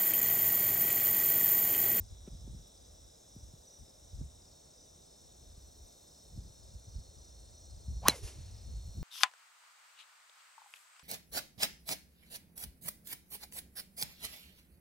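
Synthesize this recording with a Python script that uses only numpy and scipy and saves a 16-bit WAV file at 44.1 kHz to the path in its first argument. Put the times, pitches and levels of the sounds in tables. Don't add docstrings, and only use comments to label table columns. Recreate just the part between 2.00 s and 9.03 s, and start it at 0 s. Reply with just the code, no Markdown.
import sys
import numpy as np
from scipy import signal
from scipy.fft import rfft, irfft, next_fast_len
from scipy.io import wavfile
from scipy.ndimage import uniform_filter1d

SR = 44100
rng = np.random.default_rng(int(sys.argv[2]) if len(sys.argv) > 2 else 0)


def store_pcm(level_fs):
    pcm = np.round(np.clip(level_fs, -1, 1) * 32767).astype(np.int16)
    wavfile.write(sys.argv[1], SR, np.atleast_2d(pcm).T)


N = 310023
T = np.arange(N) / SR
HZ = np.maximum(np.arange(N // 2 + 1) * SR / N, 1)
APART = np.array([[1], [-1]])
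IMPACT_S, CUTOFF_HZ = 6.08358, 16400


def from_db(db):
    return 10 ** (np.asarray(db) / 20)


def rms_one(x):
    return x / np.sqrt(np.mean(x ** 2) + 1e-20)


def in_time(rows):
    s, *columns = np.transpose(rows)
    return [np.interp(T, s, c) for c in columns]


def colour(points):
    hz, db = np.transpose(points)
    return from_db(np.interp(np.log(HZ), np.log(hz), db))


def noise(gain):
    size = next_fast_len(N)
    spectrum = rfft(rng.standard_normal(size))
    return irfft(spectrum * np.interp(np.arange(len(spectrum)) * SR / size, HZ, gain), size)[:N]


def band(hz, width_hz):
    return rms_one(noise(1 / np.sqrt(1 + (2 * (HZ - hz) / width_hz) ** 6)))


def drift(rate_hz, size=16384):
    hz = np.arange(size // 2 + 1) * SR / N
    slow = irfft(rfft(rng.standard_normal(size)) / (1 + (hz / rate_hz) ** 4))
    return np.interp(np.arange(N) * size / N, np.arange(size), rms_one(slow))


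def gate(start, end, edge):
    return np.clip((T - start) / edge, 0, 1) * np.clip((end - T) / edge, 0, 1)


def swell(s, width_s):
    return np.exp(-np.minimum(((T - s) / width_s) ** 2, 50))


def knock(s, gain, lag_cycles, dwell_s=0.0, size=16384):
    hz = np.maximum(np.arange(size // 2 + 1) * SR / size, 1)
    turns = lag_cycles * np.log(hz / 1000) + dwell_s * (hz - hz ** 2 / (2 * CUTOFF_HZ))
    pulse = irfft(np.interp(hz, HZ, gain) * np.exp(-2j * np.pi * turns))
    centred = np.roll(pulse, size // 2)
    return np.interp((T - s) * SR + size // 2, np.arange(size), centred, left=0, right=0)


# frequency in Hz, level in dB per Hz.
AIR_MID = [(20, -102), (60, -92.5), (150, -91.5), (300, -96.5), (600, -96.5), (1050, -108), (1800, -114),
           (2600, -116), (4500, -113), (9000, -114), (11000, -118), (15500, -119)]
AIR_SIDE = [(20, -108), (100, -104), (300, -104), (580, -93.5), (1000, -102), (1500, -120), (2600, -128),
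            (7000, -116), (11000, -125), (15000, -115)]

def air():
    return np.sqrt(SR / 2) * (noise(colour(AIR_MID)) + noise(colour(AIR_SIDE)) * APART)


# time in seconds, level in dB.
BUZZ = [(0, -84), (1.8, -80), (2.7, -87), (3.95, -76), (5.3, -89.5), (6.7, -85), (6.95, -76.5)]
# centre in Hz, width in Hz, level in dB, diffuse share in dB.
CHORUS_BANDS = [(3900, 1000, -77.5, -13), (5515, 790, -71, -23.5), (6200, 610, -74.5, -17.5),
                (7140, 940, -72, -9), (7960, 420, -70, -9), (8750, 750, -76, -8.5)]

def chorus(swell_db=0.6, swell_hz=4):
    out = from_db(in_time(BUZZ)[0]) * band(hz=12830, width_hz=4800)
    for hz, width_hz, db, diffuse_db in CHORUS_BANDS:
        voices = band(hz, width_hz) + from_db(diffuse_db) * band(hz, width_hz) * APART
        out = out + from_db(db + swell_db * drift(swell_hz)) * voices
    return out


def wing_strokes(per_s, hz, fall_hz, duty, jitter=.015, blur_hz=55):
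    cycle = np.cumsum(per_s * (1 + jitter * drift(12))) / SR
    stroke = np.minimum(cycle % 1 / duty, 1)
    pitch = hz + fall_hz * (.5 - stroke) + blur_hz * drift(200)
    return rms_one(np.sin(np.pi * stroke) * np.sin(2 * np.pi * np.cumsum(pitch) / SR))


def chirps(rows, length_s, edge_s):
    return sum(from_db(db) * gate(s - length_s / 2, s + length_s / 2, edge_s) for s, db in rows)


# pitch in Hz, level in dB.
MEADOW_CRICKETS = [(5180, -80), (5330, -78), (5420, -78.5), (5540, -77), (5630, -80), (5720, -79.5),
                   (5900, -81), (6020, -77.5), (6450, -78.5), (6860, -81.5)]

def meadow(chirps_per_s=2.8, strokes_per_s=31, pace_spread=.2):
    out = 0
    habits = rng.uniform(-1, 1, (len(MEADOW_CRICKETS), 3))
    for (hz, db), (pace, stroke_pace, start) in zip(MEADOW_CRICKETS, habits):
        cycle = start + np.cumsum(chirps_per_s * (1 + pace_spread * (pace + drift(1)))) / SR
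        per_s = strokes_per_s * (1 + pace_spread * stroke_pace)
        strokes = wing_strokes(per_s, hz, fall_hz=130, duty=.7, jitter=.1, blur_hz=90)
        out = out + from_db(db) * rms_one(strokes * np.abs(np.sin(np.pi * cycle)))
    return out


# middle in seconds, level in dB, pitch in Hz.
FAR_CHIRPS = [(1.23, -75, 6400), (1.47, -72, 6330), (1.75, -76, 6240), (2.08, -73, 6000),
              (2.83, -66.5, 5970), (3.2, -72, 6000), (3.65, -69, 5900), (4.2, -76, 6480), (5.07, -82, 6480),
              (5.62, -77, 6560)]
FAR_NOTES = [(2.6, -77.5, 4360), (4.99, -80, 4380)]

def far_crickets(rows, length_s, edge_s, blur_hz):
    waver = blur_hz * np.cumsum(drift(117)) / SR
    return sum(chirps([(s, db)], length_s, edge_s) * np.sqrt(2) * np.sin(2 * np.pi * (hz * T + waver))
               for s, db, hz in rows)


# start and end in seconds, strokes per second, sounding share
# of a stroke, pitch and its fall in Hz, starting level in dB, swell in dB per second, side-to-mid in dB.
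TRILLS = [(0.03, 1.7, 84, .94, 3680, 1000, -73, -3.5, 0), (-0.7, 1.9, 74, .94, 3780, 580, -77.5, -2.5, 0),
          (1.6, 7.1, 66.4, .85, 3720, 450, -76.5, 0, 1), (-0.7, 7.1, 19.7, .5, 8190, 150, -82.5, 0.5, 9.5),
          (3, 7.1, 93.3, .9, 4275, 328, -79.5, 2.5, -8.5)]

def trilling_crickets(flutter_db=1.4, fade_s=0.056):
    out = 0
    for start, end, per_s, duty, hz, fall_hz, db, db_per_s, side_db in TRILLS:
        level_db = db + db_per_s * (np.clip(T, start, end) - start) + flutter_db * drift(14)
        strokes = wing_strokes(per_s, hz, fall_hz, duty, jitter=.012, blur_hz=50)
        song = from_db(level_db) * gate(start, end, fade_s) * strokes
        turned = np.gradient(song) * SR / (2 * np.pi * hz)
        out = out + song + from_db(side_db) * turned * APART
    return out


# middle in seconds, level in dB.
LOW_CHIRPS = [(.07, -74.5), (.36, -76), (.61, -77), (.82, -73), (1.12, -76), (1.4, -77), (1.66, -76),
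              (1.87, -79), (2.15, -75), (2.47, -74), (2.79, -74), (3.08, -76), (3.58, -78), (3.9, -78),
              (4.15, -74), (4.42, -74), (4.69, -77), (4.95, -74), (5.24, -76), (5.49, -78), (5.76, -73),
              (6.58, -73)]
HIGH_CHIRPS = [(.24, -70), (.62, -69.5), (.98, -72), (1.37, -67.5), (1.73, -63.5), (2.67, -73), (3.87, -73),
               (4.22, -73), (4.55, -71), (4.89, -68.5), (5.23, -66.5), (5.6, -65), (5.96, -66), (6.3, -69),
               (6.97, -72)]

def chirping_crickets():
    low = wing_strokes(per_s=27, hz=4960, fall_hz=250, duty=.55, jitter=.08)
    high = wing_strokes(per_s=33, hz=5815, fall_hz=60, duty=.85)
    return (low * chirps(LOW_CHIRPS, length_s=0.17, edge_s=0.033)
            + high * chirps(HIGH_CHIRPS, length_s=.2, edge_s=0.042))


# time and half-length in seconds, level in dB, centre and width in Hz.
SCUFFS = [(0.277, 0.012, -68, 900, 3600), (0.68, .003, -66, 12500, 4500), (1.357, 0.0037, -67, 11500, 4000)]

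def scuffs():
    return sum(from_db(db) * band(hz, width_hz) * swell(s, width_s)
               for s, width_s, db, hz, width_hz in SCUFFS)


# time in seconds, peak in dB, upper edge in Hz.
HAND_BUMPS = [(0.274, -41.5, 400), (0.279, -44.5, 406), (0.474, -44, 306), (0.543, -41.5, 152),
              (1.36, -43, 227), (1.532, -46.5, 168), (2.209, -35.5, 187), (4.372, -36, 109.7),
              (5.877, -37.5, 121.2), (6.941, -53, 130)]

def hand_bumps(body_hz=70):
    out = np.zeros(N)
    for s, db, edge_hz in HAND_BUMPS:
        passband = 1 / (1 + (HZ / edge_hz) ** 4) / (1 + (body_hz / HZ) ** 3)
        thud = knock(s, passband, lag_cycles=1.3)
        out += from_db(db) * thud / np.abs(thud).max()
    return out


def eddies(spectrum, side_db=-13):
    tint = colour(spectrum)
    flow = rms_one(noise(tint)) + from_db(side_db) * rms_one(noise(tint)) * APART
    return flow / np.sqrt(uniform_filter1d(np.mean(flow ** 2, axis=0), size=1400))


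# time in seconds, relative level in dB.
BREEZE = [(0, -59), (.45, -48.5), (.6, -54), (.72, -68.5), (1.02, -55), (1.2, -72.5), (1.45, -54),
          (1.7, -73.5), (2.3, -55.5), (2.55, -71), (3.15, -71), (3.55, -58.5), (3.85, -62), (4.02, -76.5),
          (4.28, -65), (4.6, -60.5), (5.62, -58.5), (5.85, -51.5), (6.5, -52.5), (7.03, -50.5)]
# peak time and length in seconds, relative peak in dB, flutter share in dB.
GUSTS = [(.01, 0.046, -41.5, -40), (0.124, 0.023, -45.5, -17), (0.338, 0.036, -45, -7.5),
         (0.424, .04, -53, -16), (0.522, 0.13, -48, -6.5), (1.44, 0.014, -46.5, -18),
         (1.82, 0.036, -51.5, -15), (2.148, 0.034, -43.5, -29), (2.221, 0.061, -40.5, -11.5),
         (3.49, 0.036, -56, -16), (3.579, 0.014, -51, -9), (3.82, 0.065, -54.5, -30),
         (4.378, 0.068, -46.5, -6), (4.46, 0.053, -51.5, -7), (4.761, 0.025, -43.5, -18),
         (4.885, .033, -50.5, -29), (4.973, 0.049, -39.5, -35), (5.734, 0.04, -49, -28),
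         (5.907, 0.049, -37.5, -16), (5.971, 0.033, -37, -31), (6.082, 0.076, -46, -2.5),
         (6.246, 0.025, -38, -32), (6.4, 0.059, -47.5, -16), (6.536, 0.079, -49.5, -12),
         (6.692, 0.069, -44, -14), (6.764, 0.062, -40, -19), (6.882, 0.049, -43.5, -19),
         (6.982, 0.03, -47, 1), (7.019, 0.061, -39.5, -6.5)]
# frequency in Hz, relative level in dB.
LARGE_EDDIES = [(15, -25.5), (30, -17), (48, 5), (68, 5), (100, -5), (150, -17.5), (250, -32), (500, -53),
                (1000, -68)]
SMALL_EDDIES = [(50, -23.5), (110, 5), (160, 3.5), (240, -8), (350, -19), (700, -46), (2000, -80)]

def wind(gain_db=0.77, lump_db=3, lump_hz=11):
    lumps = lump_db * np.clip(drift(lump_hz), -2, 1.5)
    breeze = from_db(in_time(BREEZE)[0] + lumps)
    gusts = [(from_db(db) ** 2 * swell(s, length / 2), flutter_db) for s, length, db, flutter_db in GUSTS]
    rumble = np.sqrt(breeze ** 2 + sum(power for power, _ in gusts))
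    flutter = np.sqrt(sum(power * from_db(flutter_db) ** 2 for power, flutter_db in gusts))
    return from_db(gain_db) * (rumble * eddies(LARGE_EDDIES) + flutter * eddies(SMALL_EDDIES))


# delay and rise in seconds, level in dB, seconds to fall 60 dB.
ECHOES = [(.0004, 0.000493, -17, 0.013), (.004, .004, -35.5, 0.1), (.04, 0.036, -50.5, 0.3),
          (.138, 0.017, -50.5, 0.5), (.16, 0.042, -49, 0.18), (.2, 0.039, -61, 3)]
# frequency in Hz, relative level in dB.
ECHO_COLOUR = [(200, -13.5), (700, -2), (1300, -8.5), (2800, -3), (4000, -5), (5300, 0), (7200, -0.5),
               (8400, 2), (9600, -1), (12000, -9.5), (15500, -22.5)]

def echoes(side_db=-15, treble_hz=7500, wood_delay_s=0.14, treble_loss_db_per_s=70):
    age = T - IMPACT_S
    power = 0
    for delay, rise, db, t60 in ECHOES:
        onset = np.clip((age - delay) / rise, 0, 1)
        decay_db = 60 * np.clip(age - delay - rise, 0, 2 * t60) / t60
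        power += (onset * from_db(db - decay_db)) ** 2
    tint = colour(ECHO_COLOUR)
    scatter = rms_one(noise(tint)) + from_db(side_db) * rms_one(noise(tint)) * APART
    dull = signal.sosfiltfilt(signal.butter(2, treble_hz, fs=SR, output="sos"), scatter)
    treble_gain = from_db(-treble_loss_db_per_s * np.maximum(age - wood_delay_s, 0))
    return np.sqrt(power) * (dull + (scatter - dull) * treble_gain)


# time in seconds, pitch in Hz, level in dB, roughness from 0 to 1.
SWING = [(6.016, 520, -70, 0.9), (6.033, 678, -49, .8), (6.051, 786, -48, 1), (6.061, 1090, -28, 0.4),
         (6.071, 1159, -36.5, 0.9), (6.082, 1351, -40, .95), (6.091, 851, -55, .95),
         (6.103, 827.5, -49, .95), (6.128, 762, -52.5, .95), (6.147, 568, -50.5, 0.8),
         (6.175, 421, -56, 0.88), (6.235, 402, -64.5, .9), (6.42, 297, -68, 0.95)]

def swish(waver_hz=30, rush_db=-38, hiss_db=-34.5, hiss_hz=3200, rise_db_per_s=597, fall_db_per_s=332):
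    pitch, level_db, rough = in_time(SWING)
    carrier = np.exp(2j * np.pi * np.cumsum(pitch + waver_hz * drift(116)) / SR)
    tone = np.sqrt(2) * np.real(carrier)
    speed = pitch / pitch.max()
    travel = np.cumsum(speed) / SR
    skirt, rush = (np.real(carrier * np.interp(travel, T, drift(width_hz) + 1j * drift(width_hz)))
                   for width_hz in (300, 800))
    whistle = from_db(level_db) * (np.sqrt(1 - rough ** 2) * tone + rough * skirt)
    age = T - IMPACT_S
    wake_db = hiss_db - np.minimum(np.abs(age), .5) * np.where(age < 0, rise_db_per_s, fall_db_per_s)
    wake = from_db(wake_db) * rms_one(noise(HZ / (HZ + 600) / (1 + (HZ / hiss_hz) ** 2)))
    window = gate(SWING[0][0], SWING[-1][0], edge=0.01)
    return (whistle + from_db(rush_db) * speed ** 3 * rush + wake) * window


# time in seconds, Doppler ratio.
DOPPLER = [(6.084, .955), (6.096, .955), (6.105, .925), (6.125, .885), (6.16, .84), (6.19, .825)]
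# time and half-length in seconds, gain in dB.
BEAMS = [(6.0978, 0.002, 28), (6.1028, .0025, 22.5)]

def head_ring(age, flutter_db=2, flutter_hz=70):
    phase_per_hz = 2 * np.pi * np.cumsum(in_time(DOPPLER)[0]) / SR
    crown, sole = (from_db(db - 60 * age / t60) * np.sin(hz * phase_per_hz)
                   for hz, db, t60 in ((4345, -43.5, 0.14), (2440, -39.5, .22)))
    beam = 1 + sum(from_db(db) * swell(s, width_s) for s, width_s, db in BEAMS)
    shell = beam * crown + sole * from_db(flutter_db * drift(flutter_hz))
    return shell * (age > 0) * gate(0, DOPPLER[-1][0], edge=.04)


# frequency in Hz, gain in dB.
CRACK = [(250, -13.5), (700, 11.5), (2000, 12.5), (3500, 11), (3950, 13.5), (4550, 1), (5000, 8.5),
         (5350, 0), (5800, 8), (6400, 10), (7000, 14), (7500, 3), (7900, 5), (8500, -2), (9100, 12.5),
         (10000, 11), (10800, 14), (13200, 9), (13950, -4), (14400, 9.5), (15300, 9.5), (16000, 4)]
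THUD = [(50, -16), (140, 11.5), (240, 15), (350, 16.5), (520, 8), (900, -7), (2000, -38)]
# frequency in Hz, level in dB, seconds to fall 60 dB.
FACE_MODES = [(4170, -15, .012), (6070, -17.5, .014), (6525, -23, .017), (6900, -21, .012),
              (9660, -27, .018), (10600, -29, .012), (11270, -28, .014), (12600, -32, .015),
              (13490, -34, .015)]

def strike(face_delay_s=0.00061):
    crack = knock(IMPACT_S, colour(CRACK), lag_cycles=0.37, dwell_s=.00065)
    thud = knock(IMPACT_S, colour(THUD), lag_cycles=1.35)
    age = np.clip(T - IMPACT_S - face_delay_s, 0, .5)
    face = sum(from_db(db - 60 * age / t60) * np.sin(2 * np.pi * hz * age) for hz, db, t60 in FACE_MODES)
    return crack + thud + face + head_ring(age)


# frequency in Hz, lead of the left in radians.
PORT_PHASE = [(1800, .05), (3000, .75), (4700, .85), (5900, .15), (7000, 1.0), (8250, 2.9), (9500, 1.0),
              (11400, 0), (13500, -.7), (14200, -1.7)]

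def from_tee(x):
    size = next_fast_len(N)
    spectrum = rfft(x, size)
    lead = np.interp(np.arange(spectrum.shape[-1]) * SR / size, *np.transpose(PORT_PHASE))
    return irfft(spectrum * np.exp(.5j * lead * APART), size)[:, :N]


def scene():
    ahead = from_tee(strike() + swish() + echoes() + chorus() + meadow())
    far_chirps = far_crickets(FAR_CHIRPS, length_s=0.18, edge_s=0.069, blur_hz=70)
    far_notes = far_crickets(FAR_NOTES, length_s=.3, edge_s=.05, blur_hz=35)
    near_crickets = trilling_crickets() + chirping_crickets()
    return ahead + near_crickets + far_chirps + far_notes + air() + wind() + hand_bumps() + scuffs()


def record(dry, ceiling=.85):
    rounded = dry / (1 + (dry / ceiling) ** 6) ** (1 / 6)
    return signal.sosfiltfilt(signal.ellip(8, .05, 60, CUTOFF_HZ, fs=SR, output="sos"), rounded)


dry = scene()
out = record(dry)
store_pcm(out)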